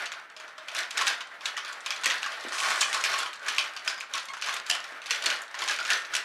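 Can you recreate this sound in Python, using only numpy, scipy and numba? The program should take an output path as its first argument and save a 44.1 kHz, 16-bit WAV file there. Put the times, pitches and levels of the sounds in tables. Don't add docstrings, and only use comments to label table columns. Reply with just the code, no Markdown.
import sys
import numpy as np
from scipy import signal
from scipy.fft import rfft, irfft
from scipy.io import wavfile
from scipy.ndimage import uniform_filter1d
from numba import njit

SR = 44100
rng = np.random.default_rng(int(sys.argv[2]) if len(sys.argv) > 2 else 0)


def how_loud(loudness_db):
    steps = np.asarray(loudness_db, float) / 20
    return 10 ** steps


def pcm_store(signal):
    levels = np.round(np.clip(np.atleast_2d(signal), -1, 1) * 32767)
    wavfile.write(sys.argv[1], SR, levels.astype(np.int16).T)


N = 275184


def read(table, hz):
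    f, v = np.transpose(table)
    return np.interp(np.log(np.maximum(hz, 1)), np.log(f), v)


def curve(table):
    s, *cols = np.transpose(table)
    return [np.interp(np.arange(N) / SR, s, c) for c in cols]


def samples(s):
    return (s * SR).astype(np.int64)


def during(table):
    t = np.arange(N) / SR
    return (t > table[0][0]) * (t < table[-1][0])


def colour(x, table):
    gain = how_loud(read(table, np.fft.rfftfreq(len(x), 1 / SR)))
    y = irfft(rfft(x) * gain, len(x))
    return y / np.std(y)


@njit
def svf(x, hz, width):
    y, b, l = np.empty(len(x)), 0., 0.
    for i in range(len(x)):
        g, k = np.tan(np.pi * hz[i] / SR), width / hz[i]
        v = (b + g * (x[i] - l)) / (1 + g * (g + k))
        b, l, y[i] = 2 * v - b, l + 2 * g * v, k * v
    return y


@njit
def ring(start, hz, gain, t60, rise):
    y = np.zeros(N)
    for k in range(len(hz)):
        p = np.exp(2j * np.pi * hz[k] / SR - np.log(1000) / (t60[k] * SR))
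        z, lag, q = gain[k] + 0j, 1., np.exp(-1 / (rise[k] * SR))
        for i in range(start[k], min(N, start[k] + int(t60[k] * SR))):
            z, lag = z * p, lag * q
            y[i] += z.imag * (1 - lag)
    return y


def bounces(s, gap, count):
    steps = gap * (.3 + 1.4 * rng.random((len(s), count)))
    return np.cumsum(steps, 1) - steps[:, :1]


def piece(s, db, bounce, lo_hz, hi_hz, cycles, rise, count):
    bounce_db_per_s = 420
    where, size, pick, long = np.moveaxis(rng.random((len(s), 4, count)), 1, 0)
    hz = lo_hz * (hi_hz / lo_hz) ** ((np.arange(count) + where) / count)
    which = (pick ** 1.5 * bounce.shape[1]).astype(int)
    late = np.take_along_axis(bounce, which, 1)
    start = samples(s[:, None] + late)
    gain = how_loud(db[:, None] - 9 * size - bounce_db_per_s * late) / np.sqrt(count)
    t60 = cycles / hz * (.5 + long)
    flat = [a.ravel() for a in (start, hz, gain, t60)]
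    return ring(*flat, np.full(hz.size, rise))


def chatter(rate, spread_db):
    hit = rng.random(N) < rate / SR
    strength_db = spread_db * np.minimum(rng.exponential(size=N), 3)
    return hit * rng.choice([-1, 1], N) * how_loud(strength_db)


# (frequency [Hz], density [dB per Hz])
AIR_SPECTRUM = [(20, -43), (120, -10.5), (300, -2), (1500, -10), (5000, -48), (10000, -40), (16000, -50)]


def air():
    return how_loud(-66.5) * colour(rng.standard_normal(N), AIR_SPECTRUM)


# (time [s], pitch [Hz], level [dB])
SQUEAK_PATH = [
    (4.281, 1092, -53),
    (4.289, 1054, -42),
    (4.305, 1090, -37),
    (4.314, 1090, -42),
    (4.33, 1116, -54),
    (4.34, 1080, -63),
]
# (multiple of pitch, level [dB])
SQUEAK_HARMONICS = [(1, 0), (2, -6), (3, -19), (4, -18), (6, -34), (7, -33), (8, -33)]


def squeak():
    hz, db = curve(SQUEAK_PATH)
    wobble = uniform_filter1d(rng.standard_normal((9, N)), 130) * np.sqrt(130)
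    phase = 2 * np.pi * np.cumsum(hz * (1 + .012 * wobble[0])) / SR
    stack = sum(how_loud(g + 3 * wobble[k]) * np.sin(k * phase) for k, g in SQUEAK_HARMONICS)
    return stack * how_loud(db) * during(SQUEAK_PATH)


# (time [s], peak level [dB])
THUD_BLOWS = [
    (2.066, -42),
    (2.099, -61),
    (2.4492, -33.5),
    (4.922, -48.5),
    (5.27, -41),
]


def thud():
    s, db = np.array(THUD_BLOWS, float).T
    knock = piece(s, db + 6.0, bounces(s, .002, count=1), 330, 620, 8, .0007, count=10)
    shudder = piece(s + .016, db + 7, bounces(s, .01, count=4), 240, 560, 11, .002, count=24)
    no_bass = signal.butter(4, 200, "high", fs=SR, output="sos")
    return signal.sosfilt(no_bass, knock + shudder)


# (time [s], level [dB])
SCRAPE_LEVEL = [
    (2.5, -74),
    (2.53, -49.5),
    (2.62, -47.5),
    (2.72, -51),
    (2.8, -49.5),
    (2.95, -52.5),
    (3.15, -60),
    (3.3, -71),
]
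# (frequency [Hz], density [dB per Hz])
WALL_SPECTRUM = [(1500, -20), (3000, 0), (6000, -1), (9000, -3), (11000, -9), (13000, -20)]


def scrape():
    return colour(chatter(2600, 4.4), WALL_SPECTRUM) * how_loud(curve(SCRAPE_LEVEL)[0]) * during(SCRAPE_LEVEL)


# (time [s], level [dB])
FUNNEL_LEVEL = [
    (2.5, -49),
    (2.7, -26),
    (2.9, -54),
    (3.14, -36),
    (3.3, -38),
]


def funnel():
    t = np.arange(N) / SR
    hz = 1090. * (1 + 0.016 * np.sin(2 * np.pi * 5.8 * t))
    cone = svf(chatter(400, 4.6), hz, 67)
    return cone * during(FUNNEL_LEVEL) * how_loud(curve(FUNNEL_LEVEL)[0] - 6.0) / np.std(cone)


# (time at full speed [s], chatter level [dB], hold [s])
RAIL_RUSHES = [(0.0, -38.5, 0.012), (0.41, -51.5, 0.027), (0.781, -31, 0.0091), (0.992, -31, 0.029),
               (1.083, -30, 0.02), (1.46, -40, 0.035), (1.663, -43, 0.033), (1.863, -44, 0.1),
               (2.057, -34.5, 0.1), (2.217, -43, 0.26), (2.536, -36, 0.029), (2.632, -31, 0.12),
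               (2.944, -34, 0.023), (3.059, -31, 0.082), (3.19, -32, 0.018), (3.491, -35, 0.044),
               (3.633, -37.5, 0.025), (3.876, -37, 0.024), (4.162, -37.5, 0.017), (4.454, -37, 0.09),
               (4.715, -35.5, 0.026), (4.847, -48, 0.043), (5.11, -37, 0.072), (5.258, -31.5, 0.069),
               (5.616, -34.5, 0.015), (5.701, -32, 0.034), (5.807, -41.5, 0.026), (5.912, -28.5, 0.03),
               (6.152, -35, 0.03)]
# (time [s], level [dB])
MURMUR_LEVEL = [(0., -36.5), (.3, -52), (.6, -47), (1.3, -48.5), (1.9, -42.5), (2.4, -44), (2.9, -36.5),
                (3.4, -47), (4.05, -46.5), (4.3, -49.5), (4.95, -45), (5.5, -46), (6.24, -42.5)]


def rush():
    rise_db_per_s, fall_db_per_s, still_db = 289, 234, -92
    t, power = np.arange(N) / SR, how_loud(2 * still_db)
    for s, db, hold in RAIL_RUSHES:
        rise = rise_db_per_s * np.maximum(s - t, 0)
        fall = fall_db_per_s * np.maximum(t - s - hold, 0)
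        power = power + how_loud(2 * (db - rise - fall))
    rail_db = 10 * np.log10(power)
    size = int(.03 * SR)
    wobble = uniform_filter1d(uniform_filter1d(rng.standard_normal(N), size), size)
    murmur_db = curve(MURMUR_LEVEL)[0] + 2.5 * wobble / np.std(wobble)
    drum_db = -39 + 0.82 * (rail_db + 38.0)
    return rail_db, 10 * np.log10(how_loud(2 * drum_db) + how_loud(1.98 * murmur_db))


HOLLOW_MODES = (330., 560., 800., 1150., 1500., 1900.)


def patchy(x):
    patch_db, size = 2., int(.025 * SR)
    walk = rng.standard_normal((len(HOLLOW_MODES), N))
    walk = uniform_filter1d(uniform_filter1d(walk, size), size)
    gain = how_loud(patch_db * walk / np.std(walk) - .4) - 1
    return x + sum(g * svf(x, np.full(N, hz), hz / 3.4) for g, hz in zip(gain, HOLLOW_MODES))


# (frequency [Hz], density [dB per Hz])
RAIL_SPECTRUM = [(880, -12), (1500, 13), (1900, 12.5), (4320, 5), (7670, -16.5), (11000, -8), (14900, -15),
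                 (16000, -16)]
# (frequency [Hz], density [dB per Hz])
HOLLOW_SPECTRUM = [(100, -37.5), (330, -12.5), (560, -1.5), (800, -2), (1400, 3.5), (1850, 0), (2350, -6),
                   (7000, -31.5)]
# (time [s], centre [Hz])
LEAD_TROUGH = [(0.0, 1510), (0.12, 2010), (0.19, 1290), (1.13, 1720), (1.39, 1430), (1.56, 1760),
               (1.89, 1440), (2.08, 1820), (2.61, 1350), (3.09, 1620), (3.13, 1170), (3.46, 1500),
               (4.5, 1280), (4.68, 1600), (5.06, 1360), (5.09, 1800), (5.44, 1520), (6.24, 1600)]


def rolling():
    rail_db, hollow_db = rush()
    end = (N - 1) / SR - .05
    s = np.sort(rng.random(900)) * end
    db = 4.5 * rng.standard_normal(len(s)).clip(-2, 1.6)
    knocks = piece(s, db, bounces(s, .002, count=2), 2000, 11000, 20, .0002, count=10)
    rails = colour(chatter(9000, 1.5), RAIL_SPECTRUM) + how_loud(-5.5) * knocks / np.std(knocks)
    s = np.sort(rng.random(700)) * end
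    db = 4 * rng.standard_normal(len(s)).clip(-2, 1.6)
    drums = piece(s, db, bounces(s, .003, count=2), 600, 2400, 14, .001, count=6)
    troughs = colour(chatter(3000, 1.36), HOLLOW_SPECTRUM) + how_loud(-11.0) * drums / np.std(drums)
    lead = how_loud(-7.5) * svf(troughs, curve(LEAD_TROUGH)[0], 860)
    return how_loud(rail_db - 10.5) * rails + how_loud(hollow_db - 5.5) * patchy(troughs + lead) + funnel()


# (time [s], peak level [dB])
FAR_CLICKS = [(.342, -61), (.5094, -52), (.6594, -48), (.6768, -46), (1.18, -40), (1.272, -41),
              (1.806, -35.5), (1.945, -39), (2.013, -35.5), (2.409, -32), (2.485, -30), (2.4935, -35),
              (3.01, -24.5), (3.3574, -36), (3.43, -38), (3.453, -47), (3.795, -39), (3.848, -39),
              (4.097, -46), (4.131, -55), (4.254, -34), (4.4141, -31), (4.922, -43.5), (5.408, -40),
              (5.48, -39), (5.829, -31), (6.02, -36), (2.3725, -51), (0.806, -27), (1.68, -32.5),
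              (1.691, -45), (1.73, -33), (1.852, -46), (3.181, -36), (3.395, -42), (0.732, -43),
              (5.868, -31), (1.047, -39), (2.603, -27), (4.196, -31), (4.229, -35), (4.527, -27),
              (5.041, -42), (5.762, -31.5), (5.9994, -34)]


def clicks():
    s, db = np.array(FAR_CLICKS, float).T
    return piece(s, db + 10, bounces(s, 0.003, count=2), 3370, 9300, 14, 0.0004, count=30)


# (time [s], peak level [dB])
GLANCING_TICKS = [(0.0562, -29.5), (0.1974, -50), (0.299, -45), (0.91, -27.5), (1.451, -40), (1.8614, -36),
                  (2.0426, -20.5), (2.18, -33), (2.59, -30), (2.807, -20.5), (2.81, -15), (3.231, -29),
                  (3.523, -38), (3.547, -33), (3.7523, -53), (3.943, -46), (4.003, -44), (4.4537, -44),
                  (4.4603, -32), (4.7107, -19), (4.802, -35), (5.158, -31), (5.223, -28), (5.4345, -40),
                  (5.55, -36), (5.638, -35), (5.6844, -20.5), (5.6946, -35), (5.919, -32), (5.932, -21.5),
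                  (5.974, -33)]


def ticks():
    s, db = np.array(GLANCING_TICKS, float).T
    return piece(s, db + 11.5, bounces(s, 0.0021, count=2), 2715, 11340, 36.0, 0.0011, count=30)


# (time [s], peak level [dB])
GLASSY_GLINTS = [(0.1171, -42), (0.3651, -50), (0.399, -44), (0.581, -44), (0.6848, -42), (0.7477, -23.5),
                 (0.7871, -27), (0.9073, -27), (0.977, -18), (1.0146, -19), (1.0655, -22), (1.0794, -30),
                 (1.4556, -46), (1.5668, -33), (1.729, -31), (1.8614, -25), (1.9061, -41), (1.9445, -35),
                 (2.0123, -35), (2.0418, -25), (2.0587, -12), (2.2306, -33), (2.604, -21), (2.6274, -30),
                 (2.7028, -21), (2.816, -13), (2.929, -20), (2.9417, -23), (3.039, -20), (3.1855, -19),
                 (3.3308, -31), (3.4635, -33), (3.4825, -38), (3.5623, -38), (3.5817, -21), (3.7514, -42),
                 (3.8483, -33), (3.8766, -29), (4.0033, -29), (4.1356, -25), (4.255, -32), (4.336, -36),
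                 (4.4139, -34), (4.4613, -32), (4.541, -21), (4.6638, -30), (4.686, -34), (4.6972, -16.5),
                 (5.064, -31), (5.1085, -20), (5.24, -27), (5.2594, -15.5), (5.418, -26.5), (5.5897, -36),
                 (5.62, -29), (5.6386, -30), (5.6845, -30), (5.902, -19.5), (6.137, -26), (6.1509, -18)]


def glints():
    s, db = np.array(GLASSY_GLINTS, float).T
    return piece(s, db + 2, bounces(s, 0.0018, count=3), 6500, 12500, 26, 0.0003, count=24)


# (time [s], peak level [dB])
GLASS_REBOUNDS = [(0.0538, -48), (0.6834, -30), (0.7165, -33), (0.766, -21), (0.7884, -18), (1.0314, -28),
                  (1.0797, -11), (1.204, -47), (1.459, -23), (1.531, -41), (1.593, -39), (2.036, -23),
                  (2.1112, -36), (2.12, -37), (2.2231, -32), (2.4388, -30.5), (2.5836, -22),
                  (2.9454, -16.5), (3.012, -31), (3.0573, -23), (3.091, -34), (3.486, -19), (3.611, -26),
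                  (3.7356, -36), (3.879, -26), (3.9423, -34), (4.1525, -20.5), (4.1795, -27),
                  (4.286, -30.5), (4.4139, -47), (4.422, -30), (4.444, -27), (4.463, -30), (4.567, -25.5),
                  (4.7, -10.5), (4.7505, -20.5), (4.762, -35), (4.8414, -29.5), (5.0993, -31), (5.148, -26),
                  (5.159, -35), (5.225, -40), (5.2427, -36), (5.302, -27), (5.3323, -29), (5.362, -32),
                  (5.4176, -44), (5.512, -38), (5.5893, -27), (5.6215, -38), (5.64, -36), (5.6938, -27),
                  (5.722, -27), (5.7638, -31), (5.8007, -26), (5.917, -24), (5.9733, -32), (6.1397, -20),
                  (6.1516, -11.5), (6.1654, -15)]


def rebounds():
    s, db = np.array(GLASS_REBOUNDS, float).T
    return piece(s, db + 6.5, bounces(s, 0.0014, count=3), 2400, 11100, 20, 0.0003, count=40)


# (time [s], peak level [dB], pitch [Hz])
COLUMN_NOTES = [(0.748, -28.5, 1740), (0.972, -23, 1475), (0.989, -17, 1746), (1.078, -16.5, 1590),
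                (1.566, -23, 1880), (2.064, -15, 1920), (2.109, -16, 1910), (2.24, -21, 1620),
                (2.625, -20, 1110), (2.817, -19.5, 1680), (2.859, -20.5, 1152), (2.943, -24, 1750),
                (2.965, -19.5, 1080), (3.06, -18, 1740), (2.532, -25, 1140), (2.572, -39, 1170),
                (3.14, -19, 1115), (3.23, -25, 1390), (3.484, -20.5, 1740), (3.582, -26, 1080),
                (3.877, -25, 1493), (4.147, -21.5, 1114), (4.164, -26, 1360), (3.929, -24, 1560),
                (4.698, -17.5, 1780), (5.109, -20, 1920), (5.244, -26, 1900), (5.267, -20, 1780),
                (5.314, -21.5, 1494), (5.697, -18.5, 1670), (5.79, -20, 1390), (5.811, -25, 1410),
                (5.858, -32.5, 1294), (5.89, -18, 1740), (5.911, -20, 1820), (5.935, -21, 1790),
                (5.975, -26, 1630), (6.135, -20, 1466)]
# (time [s], peak level [dB], pitch [Hz], t60 [s])
LONG_RINGS = [(3.877, -33, 4960, 0.045), (3.885, -52, 4935, 0.2), (3.885, -52, 5010, 0.16),
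              (3.979, -49, 4990, 0.11), (5.26, -28, 4340, 0.041), (5.809, -33, 1440, 0.063),
              (5.924, -26.5, 1780, 0.099), (0.366, -49, 625, 0.2), (0.415, -54, 615, 0.15),
              (0.581, -46, 630, 0.16), (4.7, -36, 720, 0.15), (2.06, -36, 540, 0.12), (5.11, -42, 480, .12)]


def columns():
    s, db, hz = np.array(COLUMN_NOTES, float).T
    pipes = ring(samples(s), hz, how_loud(db + 4), 29 / hz, s * 0 + 0.003)
    s, db, hz, t60 = np.array(LONG_RINGS, float).T
    return pipes + ring(samples(s), hz, how_loud(db), t60, s * 0 + 0.00014)


# (time [s], peak level [dB])
NEAR_SMACKS = [(1.0808, -19), (3.8775, -23), (4.6, -24), (4.699, -20), (4.925, -37), (5.6775, -26),
               (5.7135, -23), (5.9035, -19), (5.918, -21), (6.1515, -20), (3.04, -22), (1.853, -39),
               (5.852, -27), (5.64, -28)]


def smacks():
    s, db = np.array(NEAR_SMACKS, float).T
    return piece(s, db + 9, bounces(s, 0.0012, count=2), 1600, 8000, 12, 0.0003, count=40)


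# (time [s], peak level [dB], strongest ring [Hz])
RIM_DROPS = [(0.062, -22, 2250), (0.119, -19.5, 2220), (0.6848, -21.5, 3000), (0.72, -42, 2150),
             (0.8307, -22.5, 3600), (0.908, -21.5, 5770), (0.973, -13, 5300), (1.0691, -10.5, 3700),
             (1.569, -20, 2860), (1.9627, -23.5, 4080), (2.0996, -13.5, 3870), (2.109, -13.5, 2030),
             (2.2303, -15.5, 2880), (2.582, -22, 5600), (2.602, -15.5, 5430), (2.6247, -30, 2040),
             (2.9295, -15, 2550), (3.039, -7.5, 2470), (3.045, -18, 3100), (3.3313, -23.5, 2900),
             (3.877, -12.5, 4800), (4.0082, -24, 2420), (4.1379, -14, 3630), (4.4228, -15, 4040),
             (4.54, -22, 2240), (5.26, -10, 4170), (5.591, -21, 3800), (5.7881, -19, 4700),
             (5.851, -16.5, 2360), (6.1527, -20, 4300)]
# (time [s], peak level [dB], strongest ring [Hz])
JOINT_DROPS = [(0.365, -28.5, 3780), (0.7499, -18, 2820), (0.784, -20, 3340), (0.9772, -14.5, 4600),
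               (1.0727, -16, 2060), (1.4565, -13, 3780), (1.6487, -24, 2460), (1.8617, -15.5, 2520),
               (1.906, -13, 2440), (2.058, -7, 4200), (2.3206, -22.5, 2070), (2.8146, -4.5, 4200),
               (3.1392, -16, 2510), (3.1883, -14, 2220), (3.483, -13, 2920), (3.583, -7.5, 3570),
               (3.765, -19.5, 3600), (4.178, -18.5, 3800), (4.665, -25.5, 2480), (5.018, -28, 2630),
               (5.0595, -19.5, 2220), (5.1075, -9, 2150), (5.2387, -19, 2870), (5.302, -13, 2930),
               (5.678, -16, 3570), (5.7106, -15, 4740), (5.879, -23, 2660), (5.9031, -8.5, 2680),
               (6.0498, -27, 2600), (6.1368, -18.5, 3380)]
# (time [s], peak level [dB], strongest ring [Hz])
TROUGH_DROPS = [(0.3999, -29, 2630), (0.4793, -31.5, 2550), (0.5802, -30, 2720), (1.012, -13.5, 3700),
                (1.2067, -22, 3570), (1.409, -28.5, 4450), (1.576, -17.5, 4860), (1.725, -28.5, 2800),
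                (2.0357, -19, 3800), (2.2612, -18, 2870), (2.5222, -21, 3000), (2.6474, -18.5, 2100),
                (2.7049, -11, 2100), (2.9406, -17, 3700), (3.261, -21, 2320), (3.463, -24, 2960),
                (3.5636, -21, 2370), (3.979, -27.5, 5000), (4.335, -24, 2640), (4.3689, -24.5, 2730),
                (4.472, -21, 2420), (4.4868, -15, 2420), (4.564, -21.5, 2460), (4.6994, -21, 2720),
                (4.7502, -21.5, 2950), (4.8422, -34, 3000), (5.1473, -44, 2160), (5.364, -25, 1880),
                (5.543, -24, 2920), (5.6204, -16.5, 2100)]
# (low body re peak [dB], bright snap re peak [dB])
PLACE_COLOURS = [
    (-12.5, -32),
    (-13.5, -30.5),
    (-5, -30.5),
]


def drops():
    places = []
    for table, (body_db, snap_db) in zip((RIM_DROPS, JOINT_DROPS, TROUGH_DROPS), PLACE_COLOURS):
        s, db, hz = np.array(table, float).T
        late = bounces(s, .0045, count=6)
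        crack = piece(s, db + 7.0, late, 2320, 6910, 20.7, 0.00079, count=72)
        snap = piece(s, db + snap_db + 23, late, 6900, 12400, 28, .0003, count=60)
        body = piece(s, db + body_db + 15.5, late, 1042, 2234, 17.7, 0.002, count=30)
        main = ring(samples(s), hz, how_loud(db - 18), 40 / hz, s * 0 + 0.0006)
        places.append(crack + snap + body + main)
    return places


def even(echo):
    h = rfft(echo)
    fine, broad = (uniform_filter1d(np.abs(h) ** 2, int(hz * len(echo) / SR)) for hz in (50, 2500))
    c = irfft(np.log(broad / fine) / 2, len(echo))
    c[1:len(c) // 2] *= 2
    c[len(c) // 2:] = 0
    return irfft(h * np.exp(rfft(c)), len(echo))


# (frequency [Hz], t60 [s])
ROOM_DECAY = [(200, 0.35), (1500, 0.35), (5000, 0.2), (12000, 0.034)]


def room(x):
    t = np.arange(int(.6 * SR)) / SR
    tail = 0
    for hz in 125 * 2. ** np.arange(8):
        band = svf(rng.standard_normal(len(t)), t * 0 + hz, hz * .8)
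        tail = tail + band * how_loud(-60 * t / read(ROOM_DECAY, hz))
    tail *= 1 - np.exp(-t / 0.001)
    early = (rng.random(len(t)) < 700 / SR) * rng.standard_normal(len(t)) * np.exp(-t / 0.0042)
    echo = how_loud(-4.5) * tail / np.linalg.norm(tail) + how_loud(1) * early / np.linalg.norm(early)
    echo[0] += 1
    return signal.fftconvolve(x, even(echo))[:N]


def travelling(x):
    turn = np.pi * 1.7 * np.arange(N) / SR
    return sum(room(x * np.cos(turn + k * np.pi / 3) ** 2 / 1.5) for k in range(3))


def scene():
    rim, joint, trough = drops()
    near = thud() + squeak()
    places = (rim + columns(), joint + ticks(), trough + clicks() + glints())
    moving = travelling(rolling() + rebounds() + scrape())
    fixed_places = sum(room(p + how_loud(-11) * near) for p in places)
    return (fixed_places + moving + how_loud(-5) * near + smacks() + air())[None]


def top_cut(x):
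    return signal.sosfilt(signal.butter(12, 15800, fs=SR, output="sos"), x)


# (frequency [Hz], gain [dB])
MIC_RESPONSE = [(100, -2.5), (1000, -2.5), (6000, 8.5), (9000, 6), (12000, 1), (13200, -5), (15500, -7)]


def record(dry):
    rumble = signal.butter(2, [15, 110], "band", fs=SR, output="sos")
    swell = signal.sosfilt(rumble, dry * rng.standard_normal(N))
    tone = irfft(rfft(dry) * how_loud(read(MIC_RESPONSE, np.fft.rfftfreq(N, 1 / SR))), N)
    ceiling = .55
    rounded = ceiling * np.tanh(tone / ceiling)
    low_pass = signal.ellip(8, .2, 60, 15650, fs=SR, output="sos")
    mix = signal.sosfilt(low_pass, rounded + how_loud(-28) * swell)
    return top_cut(mix)


dry = scene()
out = record(dry)
pcm_store(out)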